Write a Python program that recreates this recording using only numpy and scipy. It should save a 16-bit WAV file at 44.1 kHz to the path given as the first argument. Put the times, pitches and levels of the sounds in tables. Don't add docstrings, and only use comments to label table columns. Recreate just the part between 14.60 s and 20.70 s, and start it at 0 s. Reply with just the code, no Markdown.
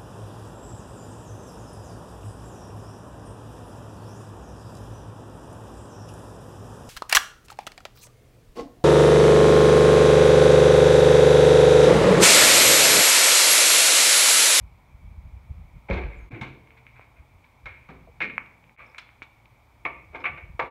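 import sys
import numpy as np
from scipy import signal
from scipy.fft import rfft, irfft, next_fast_len
from scipy.io import wavfile
from scipy.ndimage import uniform_filter1d

SR = 44100
rng = np.random.default_rng(int(sys.argv[2]) if len(sys.argv) > 2 else 0)


def invert_db(level):
    return 10 ** (np.asarray(level, dtype=float) / 20)


def put_to_file(sound):
    columns = np.atleast_2d(sound).T
    safe = np.clip(columns, -1, 1)
    whole_steps = np.round(safe * 32767)
    wavfile.write(sys.argv[1], SR, whole_steps.astype(np.int16))


N = 269186
SKIN_HZ, FRAME_HZ, LATCH_HZ = 302, 646, 987


def unit(x):
    return x / np.sqrt(np.mean(x ** 2))


def peak(x, db):
    return x * invert_db(db) / np.max(np.abs(x))


def band(x, lo_hz, hi_hz, order=2):
    return signal.sosfilt(signal.butter(order, [lo_hz, hi_hz], "band", fs=SR, output="sos"), x)


def die_away(t, t60):
    return np.exp(-np.log(1000) * t / t60)


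def gain_at(points, hz):
    f, db = np.transpose(points)
    return invert_db(np.interp(np.log(hz + 1), np.log(f), db))


def coloured(points):
    size = next_fast_len(N)
    hz = np.arange(size // 2 + 1) * SR / size
    spectrum = rfft(rng.standard_normal(size)) * gain_at(points, hz)
    return unit(irfft(spectrum, size)[:N])


def walk(rate):
    k = int(SR / rate)
    steps = np.repeat(rng.standard_normal(N // k + 1), k)
    return unit(uniform_filter1d(uniform_filter1d(steps, k), k)[:N])


def add(out, s, x):
    i = int(s * SR)
    out[i:i + len(x)] += x[:N - i]


def ring(hz, octaves, t60, t, count):
    shift, size = rng.uniform(-1.038, 1, size=(2, count, 1))
    place = np.linspace(-1, 1, count)[:, None] + shift / count
    f = hz * 2 ** (octaves * place)
    strength = size * (1.3 - place ** 2) * (f / hz) ** 0.091
    swing = np.sin(2 * np.pi * f * t)
    return np.sum(strength * swing * die_away(t * np.sqrt(f / hz), t60), axis=0)


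def blows(table, panel_hz, t60, rise, gain_db):
    out, t = np.zeros(N), np.arange(SR // 4) / SR
    for s, db, panel_db, treble_db, decay in table:
        grit = rng.standard_normal(len(t)) * invert_db(3.55 * rng.exponential(size=len(t)))
        chatter = grit * np.exp(-t / max(decay, .001)) * np.minimum(t / rise, 1)
        clank = peak(band(chatter, 1370, 2644), -9.0)
        panel = ring(panel_hz, 1.1, t60, t[:3000], count=80)
        modes = peak(signal.fftconvolve(chatter, panel)[:len(t)], -9)
        wash = rng.standard_normal(len(t)) * np.exp(-t / (decay + 0.052 * t60))
        wash = wash * np.minimum(t / (2 * rise), 1)
        wash = peak(band(wash, panel_hz / 2.01, panel_hz * 1.49), 0)
        sheet = peak(modes + wash, panel_db - 0.5)
        top_hz = np.clip(5500 * invert_db(.25 * (treble_db + 25)), 4500, 14000)
        edge = peak(band(chatter, 2100, top_hz), treble_db + 18.0)
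        first_touch = chatter * np.exp(-t / .004)
        snap = peak(band(first_touch, 6000, 15000, order=1), treble_db + 7)
        add(out, s - .5 * rise, invert_db(db + gain_db) * (clank + sheet + edge + snap))
    return out


def slams():
    # start in seconds, peak in dB, panel share in dB, treble share in dB, rattle decay in seconds
    skin = [
        (1.3018, -25.5, -6, -17, 0.0016),
        (3.2979, -47, 6, -14, 0.012),
        (3.6169, -16.5, -19, -25, 0.023),
        (3.6447, -26, -16, -45, 0.03),
        (3.6979, -25, -25.5, -40, .0055),
        (5.2616, -15.5, -40, -45.5, 0.0074),
    ]
    frame = [
        (3.0644, -31, -12, -50, 0.004),
        (5.5477, -29.5, -8.5, -48, 0.014),
        (5.6042, -35.5, -8.5, -23, 0.013),
        (5.7753, -31.5, -11.5, -37, .011),
        (6.0194, -28.5, -4.5, -25, 0.018),
    ]
    latch = [(1.8117, -30, -2.5, -10.5, 0.023), (3.0579, -29, -11, -17, 0.013),
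             (3.2869, -43, 2.5, -16, 0.027), (3.6049, -15.5, -16.5, -28.5, 0.0023),
             (3.6114, -19.5, -12.5, -37.5, 0.005), (4.3824, -29, -20, -7.5, .007),
             (4.6247, -34.5, -16, -14, 0.011), (5.2512, -12.5, -14, -29.5, 0.01),
             (5.5558, -32.5, -8, -22, 0.012), (5.6396, -18, -15, -36, 0.018),
             (5.6544, -16, -12, -52, 0.012), (5.9939, -17.5, -2, -25, 0.0068),
             (6.0018, -26, 2.5, -21, 0.004)]
    out = np.zeros(N)
    for rows, hz in ((skin, SKIN_HZ), (frame, FRAME_HZ), (latch, LATCH_HZ)):
        out += blows(rows, hz, t60=0.11, rise=.003, gain_db=-1)
    return out


def drags():
    # start in seconds, peak in dB, panel share in dB, treble share in dB, rattle decay in seconds
    skin = [
        (1.3292, -25.5, -7.5, -18.5, 0.029),
        (1.4194, -29.5, -25, -26, 0.15),
        (1.7393, -33.5, -2.5, -33, 0.029),
        (1.8304, -29.5, -13.5, -25, 0.028),
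        (1.8689, -36.5, -10.5, -19, 0.054),
    ]
    frame = [
        (1.2894, -30, -1, -34, 0.0098),
        (1.3058, -15.5, -11.5, -24, 0.055),
        (1.3694, -25.5, -7, -25, .022),
        (1.708, -35.5, -5.5, -21.5, 0.048),
        (1.7576, -37, -27, -40, 0.072),
        (3.0755, -34, -28, -36, 0.097),
        (3.3304, -47.5, -9.5, -28, 0.081),
        (5.5292, -44.5, 3.5, -29, 0.083),
    ]
    latch = [
        (2.1715, -43, -38, -21, 0.016),
        (2.3544, -40, -16, -30, 0.039),
        (2.4134, -45, -11, -26, 0.029),
        (2.5626, -46.5, -28, -36, 0.026),
        (2.8429, -47, -20, -16, 0.014),
        (4.1829, -39, -16, -32, 0.021),
        (4.1989, -34.5, -14.5, -32, 0.029),
        (4.2444, -45, -9, -16, 0.084),
    ]
    out = np.zeros(N)
    for rows, hz in ((skin, SKIN_HZ), (frame, FRAME_HZ), (latch, LATCH_HZ)):
        out += blows(rows, hz, t60=0.11, rise=.012, gain_db=-1.5)
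    return out


def hood():
    # pitch in Hz, level in dB, t60 in seconds
    hood_modes = [(369, 8, 0.22), (677, -6.5, .13), (922, -6.5, 0.27), (941, -12, 0.32), (1166, 1.5, .09),
                  (1211, 5.5, 0.047), (1580, -5.5, 0.066), (1687, -4.5, 0.048), (1857, -9.5, 0.19),
                  (2158, -5.5, 0.084), (2273, -18, 0.24), (2425, -7, 0.076)]
    # start in seconds, peak in dB, favoured pitch in Hz, spread in octaves, contact time in seconds
    knocks = [
        (3.057, -44, 2190, 0.28, 0.015),
        (3.606, -27.5, 2220, .4, 0.023),
        (4.19, -44.5, 1380, 0.76, 0.033),
        (5.2515, -23.5, 2100, 1.22, 0.011),
        (5.547, -36.5, 1200, 1.11, 0.016),
        (5.642, -29.5, 1410, 0.94, 0.016),
        (5.776, -42.5, 1700, 0.31, 0.0024),
        (5.9936, -21.5, 1050, 0.37, 0.0034),
    ]
    out, t = np.zeros(N), np.arange(SR // 4) / SR
    hz, mode_db, t60 = np.transpose(hood_modes)[:, :, None]
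    for s, db, centre_hz, spread, contact in knocks:
        mix_db = mode_db - 6 * (np.log2(hz / centre_hz) / spread) ** 2
        modes = invert_db(mix_db) * np.sin(2 * np.pi * hz * t) * die_away(t, t60)
        rattle = rng.standard_normal(2000) ** 3 * np.exp(-t[:2000] / contact)
        add(out, s, peak(signal.fftconvolve(modes.sum(axis=0), rattle), db))
    return out


def thuds():
    # start in seconds, peak in dB, pitch in Hz, t60 in seconds
    shakes = [(1.298, -26.5, 186.7, 0.39), (1.3, -18.5, 546, 0.15), (1.302, -25, 93.7, 0.36),
              (1.312, -19, 53, 0.2), (1.362, -22, 66, 0.22), (1.437, -25.5, 48.6, 0.5),
              (1.451, -32.5, 120, 0.17), (1.567, -31.5, 56.3, 0.15), (1.62, -32, 52.7, 0.054),
              (1.728, -30, 116, 0.16), (1.818, -32.5, 217, 0.054), (1.706, -37.5, 279, 0.22),
              (1.781, -43, 89, 0.45), (1.809, -34, 132.3, 0.5), (3.29, -40, 166.3, 0.37),
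              (3.472, -45, 654, .08), (3.485, -46, 473, 0.13), (3.622, -44.5, 200, 0.43),
              (4.62, -40.5, 295, 0.014)]
    out, t = np.zeros(N), np.arange(SR // 2) / SR
    for s, db, hz, t60 in shakes:
        push = np.hanning(int(SR / hz / 3))
        main = np.sin(2 * np.pi * hz * t) * die_away(t, t60)
        neighbours = ring(hz, min(0.0023 * hz, .45), t60, t, count=5)
        body = main + invert_db(-5) * neighbours
        add(out, s, peak(signal.fftconvolve(push, body), db))
    return out


def ticks():
    # start in seconds, peak in dB, colour in Hz, treble in dB, share in the room in dB
    contacts = [(2.074, -39.5, 3300, -10, 5), (2.106, -34, 3340, -16, 6), (2.267, -29.5, 3140, -26, 5),
                (2.395, -29, 1140, -37, -4), (2.412, -36, 2270, -28, -2), (3.78, -5, 2300, -5.5, -4.5),
                (3.862, -42, 5000, 8, -14), (4.028, -51, 2900, -23, 9), (4.041, -36, 3600, -12, 0),
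                (4.095, -37.5, 3400, -14, -12), (4.164, -29.5, 2510, -32, 11), (4.347, -28, 2520, 2, 7),
                (4.491, -35, 2330, -32, 4), (4.62, -21, 2340, -38, -30), (4.857, -35, 5000, -2, -16)]
    direct, far, step = np.zeros(N), np.zeros(N), signal.unit_impulse(400)
    for s, db, hz, treble_db, room_db in contacts:
        tone = peak(band(step, 0.4 * hz, 1.01 * hz), db - 10.0)
        treble = peak(band(step, 3300, 7000, order=1), db + treble_db - 8.5)
        tick = tone + treble
        add(direct, s, tick)
        add(far, s, tick * invert_db(room_db))
    return direct, far


def squeaks():
    # start in seconds, length in seconds, pitch in Hz, level in dB
    tones = [(1.56, 0.035, 7200, -65), (1.578, 0.086, 6540, -68), (1.58, 0.037, 9150, -64),
             (1.894, 0.35, 453, -85.5), (3.85, 0.32, 174.5, -81), (4.261, 0.011, 5330, -60),
             (4.29, .015, 5200, -63), (4.313, 0.0072, 5450, -63), (4.395, 0.0076, 5070, -46.5),
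             (4.416, 0.007, 5540, -60), (5.599, 0.02, 5140, -60)]
    out = np.zeros(N)
    for s, length, hz, db in tones:
        n = int(length * SR)
        noise = rng.standard_normal(SR // 2)[:n + 4000]
        lo_hz, hi_hz = hz * (.994 - 0.00033 / length), hz * (1.006 + 0.00029 / length)
        tone = unit(band(noise, lo_hz, hi_hz)[4000:])
        add(out, s, invert_db(db + 9) * tone * signal.windows.tukey(n, .4))
    return out


def carport(x):
    # middle of the band in Hz, t60 in seconds, level in dB
    room = [(120, 0.97, -1), (357, 0.61, -2), (930, 0.5, -8), (2300, 0.51, -8.5), (3750, 0.51, -11.5),
            (7500, 0.19, -9)]
    # delay in seconds, level in dB
    echoes = [
        (.006, -29),
        (.011, -31.5),
        (.02, -33),
        (.031, -22),
    ]
    t = np.arange(int(.8 * SR)) / SR
    tail = np.zeros(len(t))
    for hz, t60, db in room:
        noise = band(rng.standard_normal(len(t)), hz / 1.47, hz * 1.384)
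        tail += invert_db(db) * noise * die_away(t, t60)
    reply = invert_db(-31) * tail * np.minimum(t / 0.0021, 1)
    for s, db in echoes:
        reply[int(s * SR)] += invert_db(db)
    return signal.fftconvolve(x, reply)[:N]


def case(x):
    # pitch in Hz, gain in dB
    housing = [(40, 4), (1500, 3.5), (1950, 3), (2280, 16.5), (2550, 8.5), (2950, -0.5), (3600, -1.5),
               (4300, -9), (4900, -18.5), (6000, -18.5), (9000, -26), (16000, -28)]
    cep = irfft(np.log(gain_at(housing, np.arange(2049) * SR / 4096)))
    cep[1:2048] *= 2
    cep[2049:] = 0
    reply = irfft(np.exp(rfft(cep)))[:1024]
    return signal.fftconvolve(x, reply)[:N]


def wind():
    # time in seconds, breeze level in dB
    breeze = [(0, -60), (.3, -57.5), (.6, -47.5), (.95, -53.5), (1.25, -53.5), (1.85, -49.5), (2.05, -60),
              (3.0, -62), (3.4, -53.5), (3.9, -65.5), (5.08, -61.5), (5.3, -58.5), (5.9, -56), (6.1, -54)]
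    # middle in seconds, level in dB, length in seconds, flutter share in dB
    eddies = [(0.037, -41, 0.083, -13.5), (.125, -53, 0.03, -5), (0.349, -42, 0.033, -24),
              (0.462, -42.5, .06, -8), (0.518, -42, 0.015, -5), (.588, -40.5, 0.019, -1.5),
              (0.662, -38.5, 0.03, -11), (0.754, -38.5, 0.048, -21), (0.91, -32, 0.025, -10),
              (0.991, -43, 0.1, -10), (1.052, -45, 0.021, -10), (1.161, -46.5, 0.054, -3.5),
              (2.34, -63, 0.026, -13), (2.604, -46, 0.025, -19), (2.758, -53, 0.034, -18),
              (3.058, -44.5, 0.038, -9), (3.11, -47, 0.027, -17), (3.592, -61, .04, -1),
              (3.824, -56, 0.025, -13), (4.22, -58, 0.025, -12), (4.85, -70, 0.03, 2),
              (5.386, -57, 0.025, -14), (5.514, -52, .035, -27), (5.712, -54, 0.053, 4),
              (5.749, -60, 0.043, 5), (5.839, -43, 0.023, -17), (5.898, -43, 0.035, -15),
              (5.947, -43.5, 0.02, -5), (6.026, -58, 0.026, 15)]
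    t = np.arange(N) / SR
    push = band(rng.standard_normal(N), 37.5, 79.7, order=3)
    push_size = np.sqrt(uniform_filter1d(push ** 2, 1200))
    push = unit(push / (push_size + 0.3 * np.std(push)))
    flutter = unit(band(rng.standard_normal(N), 69.0, 169.0, order=3))
    low = invert_db(np.interp(t, *np.transpose(breeze)) - 0.5 * walk(25))
    high = low * invert_db(-7.5)
    for s, db, length, flutter_db in eddies:
        bell = invert_db(db) * np.exp(-(2 * (t - s) / length) ** 2)
        low = low + bell
        high = high + bell * invert_db(flutter_db)
    return low * push + high * flutter


def hum():
    # pitch in Hz, level in dB per Hz
    road = [(60, -34.5), (95, -8.5), (120, 2.5), (160, -22), (240, -12), (400, -20), (620, -16.5),
            (950, -13), (1250, -20), (1700, -28), (2050, -22), (2290, -13), (2800, -34), (3600, -33.5),
            (5500, -64.5)]
    level_db = -59.5 + 0.51 * walk(0.83) + 0.13 * walk(40)
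    return invert_db(level_db) * coloured(road)


def hiss():
    # pitch in Hz, level in dB per Hz
    rush = [(3000, 5), (5000, 1), (7500, -2), (9600, -2.5), (10400, -7), (11300, -3), (15700, -3.5)]
    return invert_db(-75.5) * coloured([(800, -36.5)] + list(rush) + [(15900, -37)])


def scene():
    truck = slams() + drags() + squeaks() + hood()
    direct, far = ticks()
    through_case = case(truck + direct + carport(truck + far))
    return (through_case + thuds() + wind() + hum())[None]


def band_limit(x):
    return signal.sosfilt(signal.butter(12, 16370, fs=SR, output="sos"), x)


def record(dry):
    # time in seconds, fade out in seconds, fade in in seconds
    cuts = [
        (1.698, 0.0074, .02),
        (4.17, 0.037, .022),
        (6.104, 0.036, .02),
    ]
    x = signal.sosfilt(signal.butter(2, 37.3, "high", fs=SR, output="sos"), dry) + hiss()
    t = np.arange(N) / SR
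    for s, down, up in cuts:
        x = x * np.clip(np.maximum((s - t) / down, (t - s) / up), .02, 1)
    return band_limit(x)


dry = scene()
out = record(dry)
put_to_file(out)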